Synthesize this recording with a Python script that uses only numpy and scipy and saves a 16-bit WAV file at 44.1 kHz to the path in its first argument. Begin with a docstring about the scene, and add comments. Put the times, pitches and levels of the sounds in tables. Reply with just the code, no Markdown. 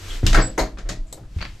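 """A hinged door in a standing train carriage is unlatched and pushed open, close to the microphone.
A low wavering hum and soft noise run throughout; grainy scraping and deep thuds made from sines join in.
The latch clacks: noise bursts with a booming panel of fading sines; metal parts ring along as filtered noise.
The leaf jolts free with a short squeak, one unsteady high sine, and the lock clunks on as more such blows.
Near the end the loose handle rattles as quick noise bursts; noise tails give the small vestibule's answer."""
import sys
import numpy as np
from scipy import signal
from scipy.fft import rfft, irfft
from scipy.io import wavfile
from scipy.ndimage import uniform_filter1d

SR = 44100
rng = np.random.default_rng(int(sys.argv[2]) if len(sys.argv) > 2 else 0)


def put_to_file(sound):
    """Save the sound as 16-bit audio at rate SR, in the file named by the first command-line argument."""
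    columns = np.atleast_2d(sound).T  # one column per channel
    safe = np.clip(columns, -1, 1)
    whole_steps = np.round(safe * 32767)
    wavfile.write(sys.argv[1], SR, whole_steps.astype(np.int16))


N = 70560  # length in samples: 1.6 s

# carriage background noise: pitch_hz, level_db (per octave)
BACKGROUND_TONE = [(12, -48.5), (28, -40), (55, -52.5), (120, -51), (300, -64.5), (700, -66), (2000, -69.5),
                   (5000, -68), (8000, -70), (12500, -77), (16000, -99)]
# low hum notes of wavering strength: pitch_hz, level_db
HUM_NOTES = [(49, -42.5), (126, -60), (320, -59)]
# loudness of the rubbing handle and leaf: time_s, level_db
SCRAPE_LEVEL = [(0, -48), (.06, -44.5), (.11, -41.5), (.17, -43.5), (.225, -52), (.3, -37.5), (.55, -59.5),
                (.95, -83), (1.09, -66.5), (1.27, -72.5), (1.38, -55), (1.6, -60)]
# colour of the rubbing: pitch_hz, level_db (per octave)
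SCRAPE_COLOUR = [(100, -19), (300, -4.5), (800, -10), (1600, -3), (3400, -0.5), (7500, -2), (10500, -12.5),
                 (12500, -7), (15000, -40)]
# deep thuds of leaf and floor: start_s, level_db, pitch_hz, time_to_peak_s
DEEP_THUDS = [(.0, -35.5, 93, 0.041), (0.058, -24.5, 28.8, 0.091), (.23, -17, 77.4, 0.0092),
              (0.24, -13.5, 32.5, 0.023), (0.307, -9, 34.3, 0.022), (0.348, -3, 32.4, 0.021),
              (.49, -31.5, 43, 0.065), (0.607, -18, 38.9, 0.015), (.72, -29.5, 47.1, 0.029),
              (0.831, -21, 33, 0.028), (.985, -19.5, 27.2, 0.02), (1.085, -32.5, 40, 0.012),
              (1.365, -22.5, 69, 0.0062), (1.402, -28, 35.5, 0.013)]
# metal parts set ringing as the lock works: start_s, pitch_hz, width_hz, level_db, fade_s (to -60 dB)
METAL_RINGS = [ (0.101, 3240, 397, -36.5, 0.28), (.265, 2850, 710, -21.5, 0.14),
               (.345, 1530, 360, -20.5, 0.24), (.40, 4800, 1200, -32, 0.28), (.47, 522, 50, -34.5, 0.24),
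               (.579, 970, 130, -26.5, 0.24), (.579, 2100, 276, -29.5, 0.24), (.579, 6600, 800, -30, 0.21),
               (.59, 677, 120, -21.5, 0.19), (.592, 4300, 940, -28.5, 0.23), (.891, 623, 53.7, -34, 0.23),
               (.891, 1930, 150, -38, 0.21), (1.055, 642, 50.3, -54.5, 0.33), (1.069, 7700, 1100, -57, .4),
               (1.125, 3980, 800, -42.5, 0.12), (1.127, 910, 250, -47, 0.08),
               (1.127, 7920, 905, -36.5, 0.1), (1.178, 810, 140, -49.5, .18),
               (1.412, 4520, 352, -34.5, 0.19)]
# latch and lock blows: start_s, build_up_s, crack_db (over the tail), panel_db (over the blow's colour),
# then six colour levels_db (per octave), one for each pitch in COLOUR_PITCHES
LATCH_BLOWS = [ (.231, 0.0012, -4, -0.5, -15, -37, -40.5, -54, -75, -75),
               (0.265, 0.00076, 0, -2.5, -26, -33.5, -35.5, -22.5, -28, -38),
               (.329, 0.0025, 5, 6, -35, -34, -30, -27.5, -33, -48),
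               (.3425, 0.0044, -15, 5.5, -46, -26, -17, -24.5, -28, -38.5),
               (.369, 0.018, -17, 4, -21.5, -20.5, -18.5, -28, -36, -70),
               (.577, 0.0096, 12, 1.5, -33, -18.5, -24, -34, -33.5, -34),
               (.594, 0.0032, -15, 3.5, -35.5, -24, -30.5, -36.5, -32, -59),
               (0.773, 0.00066, -14, -4, -46, -46.5, -47, -51, -64, -87),
               (0.784, .002, 2, 4, -45.5, -45.5, -45.5, -46, -49.5, -70),
               (0.851, 0.024, -8, 2, -55, -44, -48, -53, -64, -103),
               (.889, 0.006, 10.5, 1.5, -32.5, -37.5, -37, -33.5, -33, -49),
               (1.1261, .001, 13, 4, -66, -44.5, -58, -55, -43, -47),
               (1.172, 0.0033, 5, 0, -56, -41.5, -61, -60, -71, -84),
               (1.207, 0.001, -2, 3, -40, -71, -75, -77, -76, -81),
               (1.232, 0.0009, -8, -7, -58, -65, -57, -87, -83, -86),
               (1.361, 0.0076, -2, -5, -25, -62, -66, -72, -68, -69)]
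# pitches at which each blow's colour is given: pitch_hz
COLOUR_PITCHES = [150, 500, 1500, 3800, 7500, 12500]
# tone of door and vestibule, shared by blows and metal rings: pitch_hz, level_db
DOOR_COLOUR = [(40, -13), (95, -4.5), (150, -13), (300, -4.5), (700, -3), (1050, -3), (1850, 1),
               (2700, -3.5), (4700, 0), (7200, 1.5), (9000, -2), (10700, -5), (12300, 2.5), (15000, -28)]
# ringing notes of the door panel: pitch_hz, level_db, fade_s (to -60 dB)
PANEL_MODES = [(118.6, -2.5, 0.4), (179.7, -2, 0.32), (215.2, -15.5, 0.53), (268, -5.5, 0.38),
               (317.7, -1, 0.39), (386, -6, 0.3), (444, -11, 0.33), (521, -9.5, 0.2), (535, -17.5, 0.19),
               (628.4, -11.5, 0.35), (685, -5.5, 0.22), (743.5, -7.5, 0.27), (1325, -8.5, 0.17),
               (1836, -9, 0.18)]
# vestibule tail: pitch_hz, fade_s (to -60 dB)
ROOM_FADE = [(150, 0.47), (500, 0.27), (1400, 0.23), (3800, .25), (7500, 0.2), (12500, 0.21)]
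# loudness of the squeak: time_s, level_db
SQUEAK_LEVEL = [(.412, -70), (.426, -29.5), (.447, -30.5), (.475, -34.5), (.503, -41), (.522, -57.5),
                (.56, -63), (.58, -95)]
# knocks of the loose handle: start_s, level_db, crack_db (over the tail)
HANDLE_KNOCKS = [(1.3867, -44, 10.5), (1.406, -38, 7), (1.413, -37.5, 10), (1.425, -36.5, 12.5),
                 (1.438, -43, 5), (1.451, -39, 15)]
# colour of the knocks: pitch_hz, level_db (per octave)
KNOCK_COLOUR = [(150, -13.5), (500, -18), (1000, -11), (2200, -2.5), (3700, -7.5), (4650, -7.5),
                (5400, -12), (7500, -21.5), (9500, -32), (14000, -41)]
# how alike left and right are: pitch_hz, likeness (limited to 0-1 in use)
STEREO_LIKENESS = [(60, 2.2), (250, 1.02), (600, 0.81), (2000, 0.6), (8000, 0.61), (12500, 0.3)]
# left minus right: pitch_hz, difference_db
STEREO_BALANCE = [(60, 0.89), (300, 0.92), (1000, 2), (4000, 1.9), (8000, 1.6), (12500, 7.4)]

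CRACK_S, CHATTER_DB, CHATTER_S = 0.0021, 1.5, 0.0028
RIPPLE_DB, RIPPLE_HZ = 3, 25.27  # size and spacing of the random peaks and dips
PANEL_RISE_S, PANEL_BEAT, PANEL_BEAT_S = 0.0056, 0.33, 0.039
RING_RISE_S, THUD_LAG_S = 0.0016, 0.00018
SQUEAK_HZ, SQUEAK_WAVER_HZ, SQUEAK_ROUGH = 7760, 24, 0.42
CUTOFF_HZ = 15050


def amp(db):
    """Turns decibels into gain."""
    return 10 ** (np.asarray(db) / 20)


def read(points, hz):
    """Reads a table by pitch, with straight lines along a log-frequency axis."""
    f, value = np.transpose(points)
    return np.interp(np.log(hz + 1), np.log(f + 1), value)


def level(points):
    """Turns a table of times and decibels into gain over time."""
    return amp(np.interp(np.arange(N) / SR, *np.transpose(points)))


def fade(t, t60):
    """Exponential decay that drops 60 dB in t60 seconds."""
    return np.exp(-np.log(1000) * t / t60)


def add(mix, s, sound):
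    """Mixes in a sound from time s, cutting it off at the end of the mix."""
    start = max(round(s * SR), 0)
    part = mix[:, start:][:, :sound.shape[-1]]
    part += sound[..., :part.shape[1]]


def waver(n, seconds):
    """Smooth random movement around zero, of unit size; longer seconds make it slower."""
    v = signal.lfilter([1], [1, -np.exp(-1 / (seconds * SR))], rng.standard_normal(n))
    v = uniform_filter1d(v, size=40)
    return (v - v.mean()) / v.std()


def noise(n, *tones):
    """Stereo noise from random phases, its level per octave the sum of the given tables."""
    hz = np.fft.rfftfreq(n, 1 / SR)
    a, b = np.exp(2j * np.pi * rng.random((2, len(hz))))
    like = np.clip(read(STEREO_LIKENESS, hz), 0, 1)
    lean = read(STEREO_BALANCE, hz) / 2
    # the shared middle makes the sides alike, the difference sets them apart
    mid = a * np.sqrt((1 + like) / 2)
    side = b * np.sqrt((1 - like) / 2)
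    octave_gain = np.sqrt(SR * n / (2 * np.log(2) * (hz + 10)))
    gain = amp(sum(read(tone, hz) for tone in tones)) * octave_gain
    left, right = (mid + side) * amp(lean), (mid - side) * amp(-lean)
    return irfft(np.array([left, right]) * gain, n)


def ripple(hz):
    """The many close resonances of a metal door, as random peaks and dips."""
    grid = np.arange(2000) * RIPPLE_HZ
    return amp(RIPPLE_DB * np.interp(hz, grid, rng.standard_normal(len(grid))))


def impact(tones, rise_s, crack_db):
    """A crack with chattering contact, then dense reflections that fade at their own rate in each band."""
    t = np.arange(SR // 2) / SR
    hz = np.fft.rfftfreq(len(t), 1 / SR)
    spectrum = rfft(noise(len(t), *tones)) * ripple(hz)
    centres, t60s = np.transpose(ROOM_FADE)
    crack = amp(crack_db) * np.exp(-t / CRACK_S)
    out = 0
    # each share is 1 at its own band centre and 0 at the others, so the bands overlap smoothly
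    for share, t60 in zip(np.eye(len(ROOM_FADE)), t60s):
        band = irfft(spectrum * read(np.c_[centres, share], hz), len(t))
        out = out + band * (fade(t, t60) + crack)
    shake = np.clip(waver(len(t), CHATTER_S), -2, 2) * np.exp(-t / 0.046)
    return out * amp(CHATTER_DB * shake) * np.minimum(t / rise_s, 1)


def carriage():
    """Rumble and ventilation as steady noise, under low sines whose strength wavers."""
    t = np.arange(N) / SR
    hum = 0
    for hz, db in HUM_NOTES:
        strength = amp(db) * (1 + 0.43 * waver(N, 0.08))
        hum = hum + strength * np.sin(2 * np.pi * (hz * t + rng.random()))
    return noise(N, BACKGROUND_TONE) + hum


def scrape():
    """Grainy rubbing as handle and leaf move: noise with fast random changes of loudness."""
    grain = amp(0.5 * waver(N, 0.00067))
    return noise(N, SCRAPE_COLOUR) * level(SCRAPE_LEVEL) * grain


def thuds():
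    """The heavy leaf shoves the air: deep cycles swell and die, reaching the right side slightly later."""
    out = np.zeros((2, N))
    t = np.maximum(np.arange(SR // 2) / SR - np.array([[0], [THUD_LAG_S]]), 0)
    for s, db, hz, peak_s in DEEP_THUDS:
        swell = t / peak_s * np.exp(1 - t / peak_s)  # reaches 1 at peak_s
        add(out, s, amp(db) * swell * np.sin(2 * np.pi * hz * t))
    return out


def rings():
    """Bolt, catch and handle each ring in a tight cluster of modes: narrow noise that fades away."""
    out = np.zeros((2, N))
    t = np.arange(SR // 2) / SR
    f = np.fft.rfftfreq(len(t), 1 / SR)
    for s, hz, width_hz, db, t60 in METAL_RINGS:
        resonance = ripple(f) / (1 + (2 * (f - hz) / width_hz) ** 2)
        cluster = irfft(rfft(noise(len(t), DOOR_COLOUR)) * resonance, len(t))
        envelope = np.minimum(t / RING_RISE_S, 1) * fade(t, t60)
        add(out, s, amp(db) * cluster / cluster.std() * envelope)
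    return out


def panel(colour):
    """The door panel rings as fading sines; each mode takes its share of the blow's colour."""
    t = np.arange(SR * 3 // 4) / SR
    out = np.zeros((2, len(t)))
    halves = np.array([[0.5], [-0.5]])  # left, right
    for hz, db, t60 in PANEL_MODES:
        # less alike sides get a wider phase gap, either side leading
        gap = np.arccos(np.clip(read(STEREO_LIKENESS, hz), 0, 1)) * rng.choice([-1, 1])
        lean = amp(halves * read(STEREO_BALANCE, hz))
        beat = 1 + PANEL_BEAT * waver(len(t), PANEL_BEAT_S)
        tone = np.sin(2 * np.pi * (hz * t + rng.random()) + halves * gap)
        out += lean * beat * amp(db + read(colour, hz)) * fade(t, t60) * tone
    return out * (1 - np.exp(-t / PANEL_RISE_S))


def latch():
    """Metal parts of latch and lock strike home and set the panel ringing."""
    out = np.zeros((2, N))
    for s, rise_s, crack_db, panel_db, *colour_db in LATCH_BLOWS:
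        colour = list(zip(COLOUR_PITCHES, colour_db))
        add(out, s, impact([DOOR_COLOUR, colour], rise_s, crack_db))
        add(out, s, amp(panel_db) * panel(colour))
    return out


def squeak():
    """Dry metal sings on one high note, unsteady in pitch and roughened in loudness."""
    turns = np.cumsum(SQUEAK_HZ + SQUEAK_WAVER_HZ * waver(N, 0.003)) / SR
    sides = []
    for db, lag in ((1.3, 0), (-0.95, 0.71)):  # left, right: gain in dB, phase shift in radians
        rough = 1 + SQUEAK_ROUGH * waver(N, 0.0047)
        sides.append(amp(db) * rough * np.sin(2 * np.pi * turns + lag))
    return np.sqrt(2) * level(SQUEAK_LEVEL) * np.array(sides)


def rattle():
    """The loose handle knocks several times as the door swings: small, quick impacts."""
    out = np.zeros((2, N))
    for s, db, crack_db in HANDLE_KNOCKS:
        add(out, s, amp(db) * impact([KNOCK_COLOUR], 0.0019, crack_db))
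    return out


def scene():
    """The door over the carriage background."""
    return carriage() + scrape() + thuds() + rings() + latch() + squeak() + rattle()


def record(dry):
    """The recorder's band limit: a steep filter removes the treble above the cutoff."""
    lowpass = signal.firwin(511, CUTOFF_HZ, window=("kaiser", 9), fs=SR)
    return signal.oaconvolve(dry, lowpass[None], "same")


dry = scene()
out = record(dry)
put_to_file(out)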